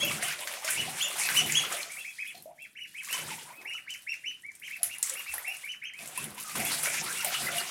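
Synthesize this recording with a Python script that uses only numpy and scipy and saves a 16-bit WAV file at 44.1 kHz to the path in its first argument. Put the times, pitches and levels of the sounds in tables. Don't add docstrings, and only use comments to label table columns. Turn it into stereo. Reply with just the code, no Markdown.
import sys
import numpy as np
from scipy import signal
from scipy.fft import rfft, irfft
from scipy.io import wavfile

SR = 44100
rng = np.random.default_rng(int(sys.argv[2]) if len(sys.argv) > 2 else 0)


def decibels_to_gain(level_db):
    exponent = np.asarray(level_db, float) / 20
    return 10 ** exponent


def generate_wav(signal):
    frames = np.transpose(np.atleast_2d(signal))
    scaled = np.clip(frames, -1, 1) * 32767
    pcm = np.round(scaled).astype(np.int16)
    wavfile.write(sys.argv[1], SR, pcm)


N = 339646

# [Hz, dB per Hz]
HUSH_SPECTRUM = [(18, -58), (30, -4.5), (221, -2), (394, -11.5), (666, -14), (1190, -38), (12000, -45),
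                 (16000, -53)]
HUSH_DB = -69.5
# [Hz, dB per Hz]
SPRAY_SPECTRUM = [(880, -8), (1500, -6.5), (2390, 4.5), (2830, -27), (3180, 4), (5020, -6), (10200, 0),
                  (13100, -12), (15100, -13), (16000, -100)]
# [Hz, 0 to 1]
LEFT_RIGHT_LIKENESS = [(100, 0.72), (250, 1), (500, 0.59), (1000, 0.033), (4000, 0.0077)]
# [Hz, Hz, dB]
TUB_WALL_MODES = [(97, 42, -18), (155, 21, 3), (208, 23.5, -2.5), (282, 180, -11)]
# [Hz, s]
ROOM_T60 = [(200, 0.33), (1000, 0.35), (3000, 0.22), (10000, 0.098)]
# [s, dB, dB]
TUB_BOUNCES = [
    (.0041, -18, -7),
    (.0093, -16, -7),
    (0.0161, -10, -16),
]
# [Hz, dB]
PORT_COLOUR = [(60, 5), (95, 1.5), (150, 0), (240, 1), (380, 1), (600, 0.5), (950, 1), (1500, -4),
               (2380, -5.5), (3770, -0.5), (5980, 4), (9470, -4), (15000, -2.5)]
PORT_CUTOFF_HZ = 16100

# [s, dB, s]
SHOVES = [(0.06, -38.5, 0.15), (0.81, -42, 0.094), (1.46, -40.5, 0.24), (2.38, -60.5, 0.11),
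          (3.26, -49, 0.16), (4.87, -66.5, 0.23), (6.02, -56, 0.066), (6.24, -45.5, 0.097),
          (6.57, -36.5, 0.033), (7.05, -49, 0.4), (7.27, -51.5, 0.056), (7.44, -44, 0.096)]
SHOVE_FADE_DB_PER_S, STILL_DB = 77.5, -79
# [s, dB, s]
KICKS = [(0.04, -38, 0.32), (.11, -41.5, .01), (0.23, -34.5, 0.027), (.39, -42.5, 0.014), (0.476, -42, .01),
         (.65, -38, .01), (0.71, -30.5, 0.11), (.82, -51, 0.15), (1.02, -40, 0.044), (1.24, -31.5, 0.05),
         (1.37, -30.5, 0.52), (1.52, -36, 0.14), (1.72, -37.5, 0.054), (2.0, -43.5, 0.18), (2.35, -49.5, 1),
         (2.63, -56.5, 0.15), (2.89, -47.5, 0.16), (3.05, -40, 0.064), (3.135, -34.5, 0.052),
         (3.19, -51, 0.037), (3.31, -42, 0.099), (3.39, -68.5, 0.08), (3.72, -55.5, 0.062),
         (3.9, -46, 0.018), (4.12, -54, 0.06), (4.29, -53.5, .06), (4.425, -67, 0.012), (4.55, -57.5, 0.12),
         (4.68, -45.5, 0.06), (4.84, -36, 0.022), (5.06, -35.5, 0.0054), (5.3, -41.5, 0.2),
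         (5.55, -43.5, 0.1), (5.995, -45.5, 0.048), (6.08, -54, .05), (6.18, -40, 0.088),
         (6.38, -38, 0.012), (6.5, -39.5, 0.18), (6.56, -31, 0.011), (6.66, -35, 0.3), (6.72, -32, 0.033),
         (6.84, -29.5, 0.016), (6.95, -35.5, .1), (7.05, -48, 0.15), (7.13, -35.5, 0.049),
         (7.25, -38, 0.049), (7.35, -37, 0.23), (7.45, -33.5, 0.11), (7.58, -37.5, 0.055)]
KICK_FADE_DB_PER_S = 77
# [s, dB, Hz]
CHURN = [(0, -42, 660), (0.95, -44, 910), (1.33, -38.5, 1040), (1.78, -41.5, 900), (2.08, -68.5, 890),
         (2.87, -99, 1200), (3.15, -43.5, 910), (3.42, -53.5, 905), (3.7, -55.5, 905), (3.82, -67, 1320),
         (4.52, -76, 1390), (5.1, -57, 1120), (5.36, -51, 1210), (5.93, -70.5, 1410), (6.1, -46, 800),
         (6.4, -58, 1000), (6.63, -44, 884), (7.7, -39, 1070)]
MIST_DB, MIST_FOLLOWS = -45, 0.99
# [s, dB, Hz]
FLOOR_BUMPS = [
    (4.85, -52.5, 96),
    (5.29, -46, 67.6),
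]

# [s, dB, Hz]
DROPLETS = [(0.2304, -20, 8300), (0.3903, -24.5, 4090), (0.474, -23.5, 6250), (0.647, -16.5, 6800),
            (0.706, -19, 8000), (1.5225, -5, 7100), (1.725, -16, 7540), (1.8304, -20, 4260),
            (1.9203, -21.5, 8600), (2.3522, -31, 3850), (3.047, -23, 7140), (3.1278, -18, 7800),
            (3.905, -24.5, 7550), (4.4223, -38, 8600), (4.5524, -31, 8400), (5.0963, -11, 7950),
            (5.194, -20, 12700), (5.9897, -38, 4030), (6.0753, -22.5, 7750), (6.1779, -37, 8400),
            (6.8997, -15, 7400), (7.127, -17.5, 8650), (7.247, -15, 13800)]
# [s, dB]
BEADS = [(0.049, -15.5), (0.2344, -25), (0.283, -18), (0.9213, -46), (1.472, -16.5), (1.767, -22),
         (2.276, -28), (3.697, -35.5), (4.8319, -6), (4.984, -20.5), (5.0285, -5), (5.1386, -19.5),
         (5.34, -14.5), (5.381, -17), (5.481, -22), (5.5684, -26), (5.649, -28), (6.1765, -14),
         (6.242, -19.5), (6.557, -24), (6.651, -13.5), (6.719, -14), (6.8338, -10), (6.865, -33),
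         (7.2467, -8), (7.568, -19)]
BEAD_HZ, BEAD_SPREAD = 9930, 0.1
# [s, dB, Hz]
TICKS = [(0.5257, -24, 10200), (0.5374, -28, 11700), (0.9705, -29, 8130), (1.2371, -20, 4050),
         (1.3523, -23, 8500), (2.4239, -33.5, 11900), (2.6219, -37, 8250), (2.8794, -36, 8520),
         (3.1911, -23.5, 10000), (3.4565, -41, 8610), (3.6164, -35.5, 5640), (3.6491, -40, 10800),
         (3.7364, -32, 5960), (3.9394, -28.5, 5920), (4.0292, -46, 13800), (4.14, -31, 5610),
         (4.3969, -46, 6900), (4.4643, -43, 8750), (4.5178, -37, 7100), (4.5984, -35.5, 11100),
         (4.6743, -35, 11700), (4.7666, -33.5, 11400), (5.2924, -33, 8500), (5.7196, -32, 5970),
         (5.8381, -38.5, 10500), (5.9364, -38, 7500), (6.0586, -28, 7920), (6.1135, -36, 10300),
         (6.305, -31, 10700), (6.3463, -29.5, 10200), (6.4975, -23, 7700), (7.04, -20, 10200),
         (7.208, -19.5, 4840), (7.2994, -34, 4530), (7.343, -28, 8550), (7.5194, -23, 9400),
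         (7.585, -19.5, 10200)]
# [s, dB, Hz]
SLAPS = [(0.113, -18, 2270), (0.226, -17.5, 2010), (0.2859, -20, 2500), (0.4738, -20.5, 1980),
         (0.5386, -24.5, 2440), (0.6445, -33, 2370), (0.6782, -17.5, 2150), (0.9743, -38, 1950),
         (1.289, -13, 1720), (1.65, -20, 2480), (3.127, -22, 2150), (3.1415, -27, 1880),
         (3.1788, -19.5, 2480), (3.1923, -29, 2340), (3.3055, -23, 2680), (3.389, -31, 3150),
         (5.074, -29, 1900), (5.103, -29, 1900), (5.34, -26, 1500), (3.087, -27, 1800), (5.9898, -29, 2520),
         (6.1758, -39, 2580), (6.3802, -28, 2540), (6.4962, -29, 1240), (6.555, -21.5, 1350),
         (6.7096, -21, 1210), (6.8324, -31, 1300), (6.858, -18, 1700), (6.942, -20, 1760),
         (7.2474, -26, 2350), (7.3423, -18.5, 2900)]
# [s, dB, Hz]
PLOPS = [(0.031, -30, 551), (0.11, -28, 1140), (0.229, -31.5, 672), (0.284, -30, 1450), (0.311, -28, 1560),
         (0.647, -30.5, 595), (0.688, -24, 1470), (0.88, -30.5, 726), (1.289, -27, 1595), (1.417, -33, 696),
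         (1.64, -29.5, 1310), (2.348, -43, 683), (2.459, -36, 602), (3.076, -39, 1106), (3.146, -31, 982),
         (3.105, -42, 1000), (3.17, -35, 946), (3.25, -39, 1640), (3.456, -45, 895), (3.506, -36, 917),
         (3.869, -44, 1630), (5.383, -27.5, 1800), (5.338, -39, 807), (5.48, -41.5, 704),
         (6.178, -30.5, 968), (6.378, -35, 934), (6.555, -34, 1015), (6.854, -27.5, 1370),
         (6.945, -30, 1615), (7.067, -29.5, 1275), (7.203, -31, 1350), (7.247, -31, 585),
         (7.348, -28.5, 1200), (7.407, -34.5, 685), (7.495, -36, 2430)]
DRIPS_PER_S, DRIP_OVER_CHURN_DB = 14, 3
# [s, s, Hz, Hz, dB]
WARBLES = [(0.354, 0.25, 603, 609, -49.5), (2.351, 0.064, 4340, 4070, -56), (2.454, 0.078, 591.6, 896, -52),
           (3.21, 0.027, 524, 650, -50.5), (3.3, 0.048, 965, 802, -45.5), (3.375, 0.02, 853, 1020, -46),
           (3.575, 0.11, 301, 447, -60.5), (3.635, 0.051, 853, 844, -56), (3.738, 0.027, 1310, 1340, -52),
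           (5.045, 0.05, 1233, 1183, -51), (4.23, 0.13, 331, 327, -68), (4.78, .11, 679, 707, -56),
           (5.1, 0.091, 533, 497, -54), (5.189, 0.033, 926, 1360, -48.5), (5.479, 0.051, 703, 724, -51.5),
           (6.44, 0.07, 1286, 1190, -44), (6.561, 0.104, 769, 691, -41.5), (7.063, 0.065, 1197, 1774, -39),
           (7.222, 0.079, 1008, 592, -42), (7.483, 0.11, 689, 701, -42), (7.485, 0.02, 1300, 1750, -36),
           (5.365, .025, 1050, 1400, -48.5), (5.405, 0.032, 920, 1030, -55), (4.981, 0.027, 800, 960, -57),
           (5.03, .025, 1790, 2400, -47), (6.859, .03, 620, 602, -39), (5.977, 0.14, 697, 623, -54),
           (3.268, .03, 710, 1610, -47), (3.185, .015, 570, 470, -47), (3.475, .02, 1040, 910, -51)]

# [s, s, Hz, Hz, dB]
SQUEAKS = [
    (.048, .012, 2800, 2310, -34),
    (.086, .018, 2900, 2410, -32),
    (2.102, .016, 2600, 1910, -42),
    (2.304, .012, 2550, 2010, -41),
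    (3.036, .014, 2300, 1510, -48),
    (3.041, .022, 2310, 3210, -47),
    (4.298, .017, 2850, 1910, -45),
    (6.65, .012, 2250, 2750, -36),
]
# [s, s, Hz, dB]
PIPS = [(0.006, 0.028, 3361, -19.5), (1.038, 0.033, 2880, -29), (1.995, .04, 3421, -45),
        (2.084, 0.038, 3421, -47), (2.202, 0.046, 3321, -50), (2.603, 0.042, 3381, -51),
        (2.872, .03, 3481, -54), (3.13, 0.027, 3061, -31), (4.112, .03, 3481, -54),
        (6.158, 0.046, 2681, -38), (6.662, .028, 3461, -30), (7.468, 0.012, 2041, -28),
        (7.577, 0.016, 2880, -27.5)]
PIP_BEND_HZ_PER_S = 6160
# [s, s, Hz, dB, share
PEEPS = [(0.012, 0.048, 2756, -28, 0.36), (0.051, 0.052, 3000.0, -30.5, 1.5),
         (0.229, 0.058, 3130, -34, 0.51), (0.758, 0.065, 2970, -27, 0.46),
         (0.996, 0.056, 3534, -18, 0.12), (1.212, 0.052, 2620, -28.5, 0.6),
         (1.347, 0.056, 3027, -19, 0.38), (1.538, 0.062, 3350, -15, 0.5),
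         (1.896, 0.038, 2395, -42, 0.25), (1.966, 0.044, 2770, -39, 0.13),
         (2.047, 0.032, 2600.0, -32.5, 0.17), (2.187, 0.04, 2543, -30, 0.57),
         (2.252, 0.0342, 2595, -37.5, 0.18), (2.254, 0.058, 3445, -40.5, 0.6),
         (2.584, 0.069, 2710, -44, 0.78), (2.756, 0.048, 3020, -43, 0.3),
         (2.788, 0.059, 2950, -37.5, 0.54), (2.946, 0.066, 2574, -37.5, 0.8),
         (2.973, 0.036, 3210, -42, 0.6), (3.089, 0.032, 2850, -31.5, 0.2),
         (3.532, 0.089, 2570, -48, 0.87), (3.654, 0.057, 2864, -35, 0.15),
              (3.707, 0.074, 2974, -35.5, 0.72), (3.878, 0.068, 3066, -35, 0.68),
              (4.071, 0.063, 2797, -28.5, 0.72), (4.241, 0.064, 3024, -31.5, 0.17),
              (4.439, 0.063, 2320.0, -43.5, 0.67), (4.62, 0.056, 3170, -39, 0.53),
              (4.639, 0.042, 2540.0, -40.5, 0.67), (4.708, 0.053, 2663, -36, 0.79),
              (4.895, 0.056, 2857, -38, 0.75), (5.154, 0.053, 2850, -35, 0.8),
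              (5.261, 0.051, 2696, -37, 0.44), (5.446, 0.056, 2727, -31, 0.16),
              (5.48, 0.066, 2880, -35.5, 0.28), (5.634, 0.041, 2394, -39, 0.18),
              (5.671, 0.066, 3037, -34.5, 0.74), (5.82, 0.042, 2663, -37, 0.29),
              (5.838, 0.054, 3180, -33.5, 0.53), (5.935, 0.06, 2570, -42, 0.22),
              (6.64, 0.056, 2850, -36.5, 0.5), (6.857, 0.04, 2380.0, -33.5, 0.15),
              (7.15, 0.069, 2850, -34, 0.61), (7.336, 0.026, 2970, -31, 0.37)]
REST_HZ = 1940
# [Hz, dB]
BEAK = [(1400, -13), (2100, -2), (2600, -4), (3300, -8.5), (4300, -27), (5500, 4.5), (6800, 3), (10000, 11)]
BASIN_HZ, BASIN_WIDTH_HZ, BASIN_DB = 2320, 59, -10
VOICE_WET_DB = -0.5


def rms_one(x):
    return x / np.sqrt(np.mean(x ** 2) + 1e-20)


def at_hz(points, hz):
    table_hz, values = np.array(points).T
    return np.interp(np.log(hz), np.log(table_hz), values)


def in_time(rows):
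    s, *columns = np.transpose(rows)
    return [np.interp(np.arange(N) / SR, s, c) for c in columns]


def drift(rate_hz):
    r = np.exp(-80 * np.pi * rate_hz / SR)
    white = rng.standard_normal(N // 40 + 2002)
    slow = signal.lfilter([1], [1, -2 * r, r * r], white)[2000:]
    return np.interp(np.arange(N) / 40, np.arange(len(slow)), rms_one(slow))


def resonate(x, hz, width_hz):
    r = np.exp(-np.pi * width_hz / SR)
    top = np.array([1, 0, -1]) * (1 - r * r) / 2
    return signal.lfilter(top, [1, -2 * r * np.cos(2 * np.pi * hz / SR), r * r], x + 1e-18)


def add(track, s, sound):
    i = round(s * SR)
    track[..., i:i + sound.shape[-1]] += sound[..., :N - i]


def banded_noise(spectrum, patchy_db, level_db):
    out, power, together = 0, 0, drift(8.1)
    edges = 21000 / 2 ** np.arange(0, np.log2(21000 / spectrum[0][0]), .5)[::-1]
    white = rng.standard_normal((2, 2, N))
    for k, (low, high) in enumerate(zip(edges, edges[1:])):
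        band = signal.butter(2, [low, high], "band", fs=SR, output="sos")
        mid, side = signal.sosfilt(band, white[k % 2])
        hz = np.sqrt(low * high)
        alike = np.clip(at_hz(LEFT_RIGHT_LIKENESS, hz), -1, 1)
        flicker_db = patchy_db * (0.51 * together + drift(15.1))
        gain = decibels_to_gain(at_hz(spectrum, hz) + level_db(hz) + flicker_db)
        out = out + gain * (np.sqrt(1 + alike) * mid + np.sqrt(1 - alike) * side * [[1], [-1]])
        power += decibels_to_gain(2 * at_hz(spectrum, hz)) * 4 * (high - low) / SR
    return out / np.sqrt(power)


def room_hush():
    return banded_noise(HUSH_SPECTRUM, 1.5, lambda hz: HUSH_DB)


def swells(rows, fade_db_per_s, under_db):
    t = np.arange(0, N + 64, 64) / SR
    total = 0
    for s, db, build_s in rows:
        climb_db = 20 * (s - t) / max(build_s, 1e-3)
        total = total + decibels_to_gain(2 * (db - np.maximum(climb_db, fade_db_per_s * (t - s))))
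    return 10 * np.log10(np.interp(np.arange(N) / SR, t, total) + decibels_to_gain(2 * under_db))


def grains(per_s, spread_db):
    sizes = decibels_to_gain(spread_db * np.minimum(rng.exponential(1, N), 5)) * rng.choice([-1, 1], N)
    side = decibels_to_gain(rng.normal(0, 2.6, N) * [[1], [-1]])
    return sizes * (rng.random(N) < per_s / SR) * side


def bubbling(per_s, low_hz, high_hz, cycles, spread_db, common_hz, octave_db):
    clicks = grains(per_s * decibels_to_gain(5.0 * drift(12)), spread_db)
    dealt = rng.integers(0, 11, N)
    out = 0
    for k, hz in enumerate(np.geomspace(low_hz, high_hz, num=11)):
        gain = decibels_to_gain(octave_db * np.abs(np.log2(hz / common_hz)))
        out = out + resonate(clicks * (dealt == k) * gain, hz, hz / cycles)
    return rms_one(out)


def tub_hum(surge_db):
    push = rng.standard_normal(N) + .15 * rng.standard_normal((2, N))
    modes = sum(decibels_to_gain(db) * resonate(push, hz, w) for hz, w, db in TUB_WALL_MODES)
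    return decibels_to_gain(surge_db + 0.4) * rms_one(modes)


def water():
    gurgle_db, common_hz = in_time(CHURN)
    surge_db = swells(SHOVES, SHOVE_FADE_DB_PER_S, STILL_DB)
    spray_db = swells(KICKS, KICK_FADE_DB_PER_S, MIST_DB + MIST_FOLLOWS * (gurgle_db + 26.0))
    gurgle = decibels_to_gain(gurgle_db - 4.5) * bubbling(1300, 375.4, 2036, 9.2, 5.0, common_hz, octave_db=-4.5)
    crackle = decibels_to_gain(spray_db - 9.0) * bubbling(2500, 3500, 11540, 4.9, 4.8, 11500, octave_db=-11.0)

    def hiss_db(hz):
        bright = at_hz([(1500, 0.6), (7000, 0.71)], hz)
        return 3.0 + bright * spray_db + (1 - bright) * (gurgle_db + 2.0)
    return tub_hum(surge_db) + banded_noise(SPRAY_SPECTRUM, 3.21, hiss_db), gurgle + crackle


def thumps():
    out, t = np.zeros(N), np.arange(round(.3 * SR)) / SR
    for s, level_db, hz in FLOOR_BUMPS:
        shape = np.exp(-t / 0.047) * (1 - np.exp(-t / 0.015))
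        add(out, s, decibels_to_gain(level_db - 3.0) * np.sin(2 * np.pi * hz * t) * shape)
    return out


def cracks(drops, width_hz, body_db, snap_s, spill_s, spill):
    out, t = np.zeros((2, N)), np.arange(round(.06 * SR)) / SR
    shape = (1 - np.exp(-t / 0.00077)) * (np.exp(-t / snap_s) + spill * np.exp(-t / spill_s))
    for (s, level_db, hz), noise in zip(drops, rng.standard_normal((len(drops), 2, len(t)))):
        burst = noise * shape
        crack = resonate(burst, hz, width_hz) + decibels_to_gain(body_db) * resonate(burst, 2700, 5300)
        add(out, s - .001, decibels_to_gain(level_db) * crack / np.abs(crack).max())
    return out


def droplets():
    beads = [(s, db, BEAD_HZ * (1 + BEAD_SPREAD * rng.standard_normal())) for s, db in BEADS]
    bursts = decibels_to_gain(-3.0) * cracks(DROPLETS + beads, 1200, -23.5, 0.0016, 0.032, 0.12)
    ticks = decibels_to_gain(-1.5) * cracks(TICKS, 2500, -24, 0.0016, 0.034, 0.11)
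    slaps = decibels_to_gain(-0.44) * cracks(SLAPS, 710, -15, 0.0019, 0.027, 0.28)
    return bursts + ticks + slaps


def drips():
    when, size, luck = rng.random((round(DRIPS_PER_S * N / SR), 3)).T
    s = when * (N / SR - .1)
    churn_db = np.interp(s, *np.transpose(CHURN)[:2])
    level_db = churn_db + DRIP_OVER_CHURN_DB + 8 * (luck - .5)
    return list(zip(s + 0.011, level_db, 550 * 4.0 ** size))


def plops(cycles=13, climb=0.00746):
    out, bubbles = np.zeros((2, N)), PLOPS + drips()
    for (s, level_db, hz), pan_db in zip(bubbles, rng.normal(0, 1.8, len(bubbles))):
        turns = np.arange(round(5 * cycles / hz * SR)) * hz / SR
        ring = np.sin(2 * np.pi * turns * (1 + climb * turns / 2))
        shape = np.exp(-turns / cycles * 1.05) * (1 - np.exp(-turns / 0.5))
        add(out, s - .002, decibels_to_gain(level_db - 3.0) * ring * shape * decibels_to_gain([[pan_db], [-pan_db]]))
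    return out


def warbles():
    out, wobble = np.zeros(N), 0.71 + drift(93)
    for s, length, start_hz, end_hz, level_db in WARBLES + SQUEAKS:
        hz = np.geomspace(start_hz, end_hz, round(length * SR))
        glide = np.sin(2 * np.pi * np.cumsum(hz) / SR)
        add(out, s, decibels_to_gain(level_db) * glide * np.hanning(len(hz)) ** 0.25)
    return out * wobble


def calls():
    every = []
    for s, length, top_hz, level_db, slide_share in PEEPS:
        climb_hz = top_hz - REST_HZ
        every.append((s, length, top_hz, level_db, climb_hz, slide_share * climb_hz))
    for s, length, top_hz, level_db in PIPS:
        climb_hz = PIP_BEND_HZ_PER_S * length
        every.append((s, length, top_hz, level_db, climb_hz, 0.59 * climb_hz))
    return every


def peeps(roundness=2.2, swell=0.43, lead=0.12, trail=.26, fade_db=-3, strain=.5, focus=0.22):
    out = np.zeros(N)
    for s, length, top_hz, level_db, climb_hz, slide_hz in calls():
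        u = np.arange(-lead, 1 + trail, 1 / (length * SR))
        rise, fall = [max(hz, 1) ** (1 / roundness) for hz in (climb_hz, slide_hz)]
        hz = np.maximum(top_hz - np.abs((rise + fall) * u - rise) ** roundness, 900)
        phase = 2 * np.pi * np.cumsum(hz) / SR
        overtone = decibels_to_gain(strain * (level_db + 38.0) - 27.0) * (hz / top_hz) ** 3
        voice = 0
        for k in (1, 2, 3):
            voice = voice + overtone ** (k - 1) * decibels_to_gain(at_hz(BEAK, k * hz)) * np.sin(k * phase)
        shape = np.sin(np.linspace(0, np.pi, len(u))) ** swell * decibels_to_gain(fade_db * u)
        shape = shape * (hz / top_hz) ** (focus * max(level_db + 35, 0))
        add(out, max(s - lead * length, 0), decibels_to_gain(level_db + 2.5) * shape * voice)
    out = out * decibels_to_gain(2 * drift(60))
    return out + decibels_to_gain(BASIN_DB) * resonate(out, BASIN_HZ, BASIN_WIDTH_HZ)


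def tub_echoes(x):
    out = np.zeros((2, N))
    for s, left_db, right_db in TUB_BOUNCES:
        add(out, s, x * decibels_to_gain([[left_db], [right_db]]))
    return out


def bathroom(x, onset_s=0.00018):
    t, edges = np.arange(round(.7 * SR)) / SR, 60 * 2 ** np.arange(0, 8.6, 1)
    white, tail = rng.standard_normal((2, len(t))), 0
    tub_decay = 0.21 * np.exp(-t / 0.058)
    for low, high in zip(edges, np.append(edges[1:], 20000)):
        band = signal.sosfilt(signal.butter(2, [low, high], "band", fs=SR, output="sos"), white)
        room_decay = decibels_to_gain(-60 * t / at_hz(ROOM_T60, np.sqrt(low * high)))
        tail = tail + band * (room_decay + tub_decay)
    tail = tail * (1 - np.exp(-(t / onset_s) ** 2))
    return signal.fftconvolve(x, tail / np.sqrt(np.sum(tail ** 2) / 2), axes=1)[:, :N]


def scene():
    bed, near = water()
    voices = np.tile(peeps(), (2, 1))
    splashes = droplets() + plops() + warbles() + near
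    wet = bathroom(decibels_to_gain(VOICE_WET_DB) * voices + decibels_to_gain(-4.5) * splashes)
    direct = decibels_to_gain(-1) * (voices + tub_echoes(voices))
    return direct + decibels_to_gain(-0.5) * splashes + wet + bed + thumps() + decibels_to_gain(-4.0) * room_hush()


def low_pass(x):
    return signal.sosfilt(signal.butter(12, 17030, fs=SR, output="sos"), x)


def record(dry):
    hz = np.maximum(np.arange(N // 2 + 1) * SR / N, 1)
    colour = decibels_to_gain(at_hz(PORT_COLOUR, hz) / 2 * [[1], [-1]])
    ports = colour / (1 + (50 / hz) ** 2.55) * (hz < PORT_CUTOFF_HZ)
    mix = irfft(rfft(dry) * ports, N)
    return low_pass(mix)


dry = scene()
out = record(dry)
generate_wav(out)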